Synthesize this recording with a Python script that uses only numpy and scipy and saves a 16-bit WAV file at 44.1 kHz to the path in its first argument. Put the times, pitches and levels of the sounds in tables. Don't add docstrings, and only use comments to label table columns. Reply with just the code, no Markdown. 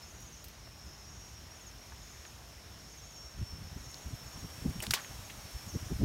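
import sys
import numpy as np
from scipy import signal
from scipy.fft import rfft, irfft, next_fast_len
from scipy.io import wavfile
from scipy.ndimage import uniform_filter1d, map_coordinates

SR = 44100
rng = np.random.default_rng(int(sys.argv[2]) if len(sys.argv) > 2 else 0)


def digitize_waveform(pressure):
    field = np.atleast_2d(pressure).T
    bounded = np.clip(field, -1, 1)
    quanta = np.round(bounded * 32767).astype(np.int16)
    wavfile.write(sys.argv[1], SR, quanta)


def level_to_linear(level):
    exponent = np.asarray(level, float) / 20
    return 10 ** exponent


N = 266628
TIME_S = np.arange(N) / SR


def unit(x):
    return x / np.sqrt(np.mean(x ** 2) + 1e-20)


def curves(rows):
    s, *columns = np.transpose(rows)
    return [np.interp(TIME_S, s, column) for column in columns]


def wobble(rate, size=N):
    knots = rng.standard_normal(int(size * rate / SR) + 4)
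    return map_coordinates(knots, [np.arange(size) * rate / SR])


def coloured(size, gain):
    white = rfft(rng.standard_normal(size))
    return unit(irfft(white * gain(np.fft.rfftfreq(size, 1 / SR) + 1), size))


def rush(spectrum, patchy_db):
    knot_hz, knot_db = np.transpose(spectrum)
    noise = coloured(next_fast_len(N), lambda hz: level_to_linear(np.interp(np.log(hz), np.log(knot_hz), knot_db)))
    cells = signal.stft(noise, nperseg=512)[2]
    field = uniform_filter1d(rng.standard_normal(cells.shape), 8, 0)
    field = uniform_filter1d(field, 12, 1)
    return unit(signal.istft(cells * level_to_linear(patchy_db * unit(field)), nperseg=512)[1][:N])


def add(track, s, sound):
    start = round(s * SR)
    sound = sound[max(-start, 0):][:len(track) - max(start, 0)]
    track[max(start, 0):][:len(sound)] += sound


def foliage(x, wet_db, t60):
    t = np.arange(SR // 4) / SR
    tail = level_to_linear(-60 * t / t60) * rng.standard_normal(len(t))
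    return x + level_to_linear(wet_db) * signal.fftconvolve(x, tail / np.linalg.norm(tail))[:N]


# start_s, level_db
BREEZE = [
    (0, -56),
    (.76, -57.5),
    (1.63, -56),
    (3.3, -56.5),
    (3.82, -55),
    (4.55, -53),
    (5.12, -52.5),
    (6.05, -53),
]
# frequency_hz, density_db (per Hz)
LEAF_BODY = [(120, -37), (200, -4), (513, -7.5), (627, -4.5), (1990, -9), (4810, -12), (5440, -13.5),
             (5970, -9), (6650, -12.5), (8000, -33), (10400, -49), (17600, -120)]
# frequency_hz, density_db (per Hz)
LEAF_FIZZ = [(4300, -14), (7300, -2), (8300, -2), (9600, -3), (10400, -6.5), (11500, -2.5), (13000, -4),
             (14200, -7.5), (16000, -9)]


def leaves():
    body_db, = curves(BREEZE)
    fizz_db = -62 + 1.8 * (body_db - body_db.mean())
    stir_db = .5 * wobble(8.3) + 0.23 * wobble(25)
    body = level_to_linear(body_db + 0.12 * stir_db) * rush(LEAF_BODY, patchy_db=0.83)
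    return body + level_to_linear(fizz_db + stir_db) * rush(LEAF_FIZZ, patchy_db=0.6)


# frequency_hz, density_db (per Hz)
RUMBLE = [(12, -65), (20, -44), (34, -14.5), (54, 1.5), (134, -6.5), (220, -16), (260, -24), (297, -18.5),
          (450, -24.5), (580, -33), (990, -120)]


def port_rumble():
    return level_to_linear(-54 + 1.26 * wobble(12)) * rush(RUMBLE, patchy_db=1.6)


# start_s, level_db, centre_hz
PUFFS = [(3.387, -36, 69), (3.422, -28.5, 91), (3.536, -35.5, 75), (3.59, -44, 126), (3.652, -41.5, 64),
         (3.769, -38.5, 135), (4.074, -33.5, 80), (4.12, -44, 170), (4.139, -34, 100), (4.446, -36.5, 138),
         (4.626, -36.5, 110), (4.661, -25.5, 165), (4.685, -28.5, 92), (4.705, -36, 129),
         (4.765, -35.5, 100), (4.795, -35.5, 93.5), (4.884, -35.5, 130), (4.907, -32.5, 82),
         (5.56, -33.5, 72), (5.675, -39.5, 83), (5.742, -37, 56.5), (5.76, -28, 172), (5.826, -35, 115),
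         (5.871, -36, 89), (5.915, -37, 229), (5.925, -28, 114), (5.96, -30.5, 80), (5.996, -37, 95),
         (6.015, -25.5, 195), (6.043, -19.5, 139)]
SMALL_FROM_S, SMALL_DB, SMALL_SPREAD_DB, SMALL_HZ = 3.3, -46.5, 7, 65.6
EDGE_RATIO = 3.94


def eddies():
    out = np.zeros(N)
    t = np.arange(-2048, 2048) / SR
    bell = np.exp(-(t / 0.016) ** 2) + 0.73 * np.exp(-(t / 0.0079) ** 2)
    spread = [N / SR - SMALL_FROM_S, SMALL_SPREAD_DB, SMALL_HZ]
    small = [SMALL_FROM_S, SMALL_DB, SMALL_HZ] + rng.random((26, 3)) * spread
    for s, db, hz in [*PUFFS, *small]:
        def band(f):
            low_side = (f / hz) ** 1.51 / (1 + (f / hz) ** 4.12)
            return low_side / (1 + (f / hz / EDGE_RATIO) ** 4)

        eddy = bell * coloured(len(t), band)
        add(out, s + t[0], level_to_linear(db - 7.5) * eddy * np.linalg.norm(bell) / np.linalg.norm(eddy))
    return out


def whistle(hz, db, flutter_db, drift_hz):
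    size = len(hz)
    level = level_to_linear(db + flutter_db * (0.69 * wobble(13.8, size) + wobble(56.1, size)))
    turns = np.cumsum(hz + drift_hz * wobble(39.7, size)) / SR
    return np.sqrt(2) * level * np.sin(2 * np.pi * turns)


def glide(length_s, hz, db):
    t = np.arange(0, length_s, 1 / SR)
    fade = np.clip(np.minimum(t, t[-1] - t) / .025, 0, 1)
    return fade * whistle(hz - 350 * t, db - .8, flutter_db=2.5, drift_hz=6.1)


# start_s, level_db
CROWD = [
    (0, -67),
    (.5, -65),
    (.84, -55),
    (2.6, -57.5),
    (3.7, -53),
    (4.8, -58.5),
    (5.35, -61.5),
    (6.05, -56),
]
# start_s, level_db
LOW_GROUP = [
    (0, -80),
    (.72, -65.5),
    (.95, -60),
    (1.15, -69.5),
    (2.9, -65.5),
    (3.3, -92),
    (6.05, -61),
]


def far_tree_crickets():
    strands = np.zeros(N)
    for s, pitch, size in rng.random((55, 3)):
        add(strands, s * N / SR - .1, glide(.15 + .25 * size, 5300 + 450 * pitch, db=-9))
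    blur = rush([(5150, -40), (5320, 1), (5500, 1.5), (5750, -7), (6000, -26.5)], patchy_db=-1.2)
    low = rush([(4900, -42), (5080, 3), (5230, 4.0), (5350, 3), (5500, -37)], patchy_db=1.3)
    return level_to_linear(curves(CROWD)[0] - 8.0) * (blur + strands) + level_to_linear(curves(LOW_GROUP)[0]) * low


# start_s, pitch_hz, level_db
STEADY = [
    (0, 5690, -66),
    (.6, 5665, -71),
    (1.15, 5625, -64),
    (1.7, 5615, -70),
    (2.3, 5605, -72),
    (2.6, 5600, -85),
]


def steady_tree_cricket():
    pitch_hz, level_db = curves(STEADY)
    pulse_db = 3.5 * np.cos(2 * np.pi * (TIME_S - .075) / .145)
    return whistle(pitch_hz, level_db - 0.5 + pulse_db, flutter_db=4.5, drift_hz=7.7)


# start_s, length_s, pitch_hz (at first), level_db
WHISTLES = [(-0.02, .13, 5320, -60), (.32, .13, 5370, -67), (.6, .16, 5430, -67), (.77, .19, 5530, -65),
            (.9, .15, 5295, -64), (.86, .24, 5920, -74), (1.67, .2, 5530, -69), (2.05, .22, 5490, -69),
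            (2.6, .32, 5670, -71), (2.68, .25, 5440, -67), (3.18, .42, 5930, -70), (3.25, .25, 5580, -67),
            (3.73, .2, 5790, -66), (3.95, .22, 5680, -63), (4.2, .12, 5590, -64), (4.3, .2, 5745, -64),
            (4.5, .22, 5680, -67), (5.0, .12, 5665, -63), (5.0, .3, 5560, -64), (5.28, .24, 5725, -65),
            (5.65, .3, 5730, -60), (5.82, .13, 6005, -64), (5.92, .08, 5740, -62)]


def single_tree_crickets():
    out = np.zeros(N)
    for start_s, length_s, hz, db in WHISTLES:
        add(out, start_s, glide(length_s, hz, db))
    return out


# start_s, first_hz, last_hz, crest_s, crest_db
NEAR = [(3.08, 5510, 5480, 3.21, -53), (3.31, 5465, 5315, 3.49, -52), (3.79, 5455, 5450, 3.87, -58),
        (3.98, 5445, 5365, 4.2, -56), (4.31, 5470, 5490, 4.35, -55), (4.46, 5530, 5395, 4.55, -56),
        (4.72, 5555, 5490, 4.77, -54), (4.96, 5465, 5415, 5.14, -59), (5.34, 5460, 5440, 5.45, -59),
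        (5.5, 5430, 5405, 5.58, -53), (5.65, 5485, 5430, 5.7, -55)]
RISE_DB_PER_S, FALL_DB_PER_S, SLIDE_S = 85, 65, .04


def near_tree_cricket():
    start, first_hz, last_hz, crest, db = np.transpose(NEAR)
    end = np.append(start[1:] - SLIDE_S, N / SR)
    note = np.clip(np.searchsorted(start, TIME_S) - 1, 0, None)
    late = TIME_S - crest[note]
    drop_db = np.maximum(-RISE_DB_PER_S * late, FALL_DB_PER_S * late)
    level_db = uniform_filter1d(db[note] - drop_db, size=2000)
    knot_s, knot_hz = np.ravel([start, end], "F"), np.ravel([first_hz, last_hz], "F")
    pitch_hz = uniform_filter1d(np.interp(TIME_S, knot_s, knot_hz), size=1500)
    return whistle(pitch_hz, level_db, flutter_db=1.4, drift_hz=10.5)


CHIRP_LEAD_S = 1500 / SR


def chirp(hz, db, spread_s, fall_hz):
    t = np.arange(-1500, 1500) / SR
    hoarse = 1 + .2 * coloured(len(t), lambda f: f < 120)
    pitch_hz = hz - fall_hz * t * (1 - 9 * t)
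    bell = np.exp(-np.abs((t - .003) / spread_s) ** 3)
    return level_to_linear(db) * hoarse * bell * np.sin(2 * np.pi * (np.cumsum(pitch_hz) / SR + rng.random()))


def far_bush_crickets():
    far = np.zeros(N)
    for s, pitch, size in rng.random((400, 3)) * [N / SR, 1, 1]:
        add(far, s - CHIRP_LEAD_S, chirp(6250 + 650 * pitch, 6 * size, spread_s=0.022, fall_hz=24540))
    haze = rush([(5800, -49), (6150, -13), (6500, -5.5), (6900, -2.5), (7300, -34)], patchy_db=2.5)
    crowd_db = -62.5 + 4 * np.cos(2 * np.pi * (TIME_S - 0.27) / 0.927)
    return level_to_linear(crowd_db - 6) * (0.94 * unit(far) + haze)


# first_s, last_s, centre_hz, last_level_db, swell_db (a stroke)
PHRASES = [(0.051, 0.375, 6480, -53, 1.2), (0.23, 0.334, 6420, -53, 1.5), (.82, 0.921, 6430, -61, -1),
           (1.095, 1.27, 6480, -61, -1), (1.568, 1.676, 6630, -52.5, 0.5), (2.0, 2.108, 6460, -58, 4),
           (2.273, 2.277, 6540, -51, 0.1), (2.927, 3.04, 6480, -54, 0), (3.052, 3.17, 6520, -50.5, 1.5),
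           (3.257, 3.383, 6550, -59, -1.5), (3.8, 3.958, 6460, -58, -0.5), (3.914, 4.03, 6600, -54.5, -1),
           (4.275, 4.397, 6630, -53.5, -0.8), (4.7, 4.752, 6470, -60, 1.5), (5.011, 5.07, 6600, -55.5, -6),
           (5.052, 5.097, 6550, -58, -7), (5.256, 5.434, 6660, -55.5, -1), (5.546, 5.6, 6470, -58, .1),
           (5.696, 5.863, 6520, -54.5, -1.2), (6.009, 6.01, 6500, -65, .1)]
STROKE_GAP_S, STROKE_SCATTER_DB, STROKE_SCATTER_HZ = .057, 1.2, 50


def near_bush_crickets():
    near = np.zeros(N)
    for first, last, hz, last_db, swell_db in PHRASES:
        count = round((last - first) / STROKE_GAP_S) + 1
        for k, s in enumerate(np.linspace(first, last, count)):
            pitch, size = rng.standard_normal(2) * [STROKE_SCATTER_HZ, STROKE_SCATTER_DB]
            db = last_db - .3 + size - swell_db * (count - 1 - k)
            add(near, s - CHIRP_LEAD_S, chirp(hz + pitch, db, spread_s=.016, fall_hz=24000))
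    return foliage(near, wet_db=-9, t60=.12)


# start_s, level_db
JINGLES = [
    (.018, -60),
    (.442, -51),
    (.483, -57),
]
# frequency_hz, level_db, t60_s
METAL = [(8200, -8, .05), (11000, -8, .03), (12130, -2.5, 0.095), (13500, -5, .04), (14400, -2, .05),
         (15100, -6, .02)]


def metal_ring():
    out, t = np.zeros(N), np.arange(SR // 4) / SR
    for s, db in JINGLES:
        for hz, mode_db, t60 in METAL:
            rattle = coloured(len(t), lambda f: 1 / (1 + ((f - hz) / 90) ** 2))
            add(out, s, level_to_linear(db + mode_db + rng.normal(0, 2) - 60 * t / t60) * rattle)
    return out


def scrape(db, hz, width_hz, t60):
    t = np.arange(SR // 4) / SR
    rasp = coloured(len(t), lambda f: 1 / (1 + ((f - hz) / width_hz * 2) ** 2) * f / (f + 400))
    grain = level_to_linear(2.2 * coloured(len(t), lambda f: f < 900))
    shape = level_to_linear(db - 8 - 60 * t / t60) * (1 - np.exp(-t / 0.0002))
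    sound = shape * rasp * grain
    return sound * np.linalg.norm(shape) / np.linalg.norm(sound)


# start_s, peak_db, centre_hz, t60_s
RUSTLES = [(.13, -58, 12000, .1), (.203, -53, 12000, 0.3), (.442, -39, 4400, .022),
           (.442, -44, 14000, .078), (.483, -46, 4000, .02), (.483, -49, 14000, .09),
           (.445, -51, 8600, 0.052), (.672, -39.5, 1000, .027), (1.921, -38, 920, 0.043),
           (2.252, -39, 1200, .025), (2.251, -38, 2800, .015), (3.915, -41, 9000, .015),
           (3.943, -29.5, 4850, .014), (4.156, -47, 11000, .03), (4.698, -43, 11050, .025),
           (5.046, -34.5, 2420, .042), (5.298, -36, 2920, 0.064), (5.51, -45, 11000, .03),
           (5.664, -41, 9080, .02)]


def rustles():
    out = np.zeros(N)
    for s, db, hz, t60 in RUSTLES:
        add(out, s, scrape(db, hz, 700 + .55 * hz, t60))
    return out


# start_s, peak_db, centre_hz, width_hz, t60_s
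RELEASE = [(4.8034, -27.5, 2900, 600, 0.031), (4.803, -30, 11000, 8000, .012),
           (4.823, -32, 5000, 16000, 0.17), (4.826, -34.5, 450, 1400, 0.17),
           (4.846, -40, 4000, 7000, 0.045), (4.8658, -30, 5000, 12000, .03),
           (4.9069, -21, 6960, 16000, 0.07), (4.908, -19, 1600, 3000, 0.017),
           (4.9361, -22.5, 11900, 8900, 0.067), (4.9369, -16, 4300, 8000, 0.046),
           (4.938, -23.5, 600, 1800, 0.041), (4.94, -25.5, 3760, 6000, 0.16),
           (4.975, -35.5, 1500, 2500, 0.14)]


def slingshot_release():
    out = np.zeros(N)
    for s, db, hz, width_hz, t60 in RELEASE:
        add(out, s, scrape(db, hz, width_hz, t60))
    return out


# start_s, peak_db, centre_hz, width_cycles
CRACKS = [(4.8243, -29, 9000, 2), (4.8263, -28, 8500, 2), (4.83, -31, 7000, .9), (4.8333, -27, 14000, 2.5),
          (4.8355, -34, 13500, 2), (4.838, -30, 1900, 1.1), (4.84, -33, 4500, 1.3), (4.8679, -24, 3600, .7),
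          (2.2525, -43, 1600, .7), (3.943, -36, 4500, .9), (5.3, -39, 2800, 1.3), (4.9124, -24, 4200, .8),
          (4.9095, -12, 4600, .8), (4.91122, -19, 4600, .8), (4.9369, -13, 2300, .6),
          (4.9375, -20, 5000, .7), (4.9386, -18, 5500, .8), (4.9396, -20, 4500, .8)]
DEBRIS_S, DEBRIS_LENGTH_S, DEBRIS_DB, DEBRIS_FADE_DB = 4.95, .07, -37, 7


def cracks():
    out, t = np.zeros(N), np.arange(200) / SR
    late, size, pitch = rng.random((40, 3)).T
    debris_s = DEBRIS_S + DEBRIS_LENGTH_S * late
    debris_db = DEBRIS_DB - DEBRIS_FADE_DB * late - 6 * size
    debris = np.transpose([debris_s, debris_db, 900 * 6 ** pitch, np.ones(40)])
    for s, db, hz, cycles in [*CRACKS, *debris]:
        turn = (t - t[100]) * hz
        add(out, s - t[100], level_to_linear(db) * np.exp(-(turn / cycles) ** 2) * np.cos(2 * np.pi * turn))
    return out


def within_band(x, top_hz):
    size = next_fast_len(N + SR // 4)
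    hz = np.fft.rfftfreq(size, 1 / SR)
    response = (hz < top_hz) * hz ** 2 / np.hypot(hz ** 2, 27 ** 2)
    return irfft(rfft(x, size) * response, size)[:N]


def scene():
    wind = leaves() + port_rumble() + eddies()
    tree_crickets = far_tree_crickets() + steady_tree_cricket() + single_tree_crickets()
    bush_crickets = far_bush_crickets() + near_bush_crickets()
    steady = wind + tree_crickets + near_tree_cricket() + bush_crickets
    slingshot = metal_ring() + rustles() + slingshot_release() + cracks()
    port = within_band(steady, 15800) + within_band(slingshot, 16300)
    return np.array([port, port])


def band_limit(x):
    return signal.sosfilt(signal.butter(12, 16520, fs=SR, output="sos"), x)


def record(dry):
    return band_limit(dry)


dry = scene()
out = record(dry)
digitize_waveform(out)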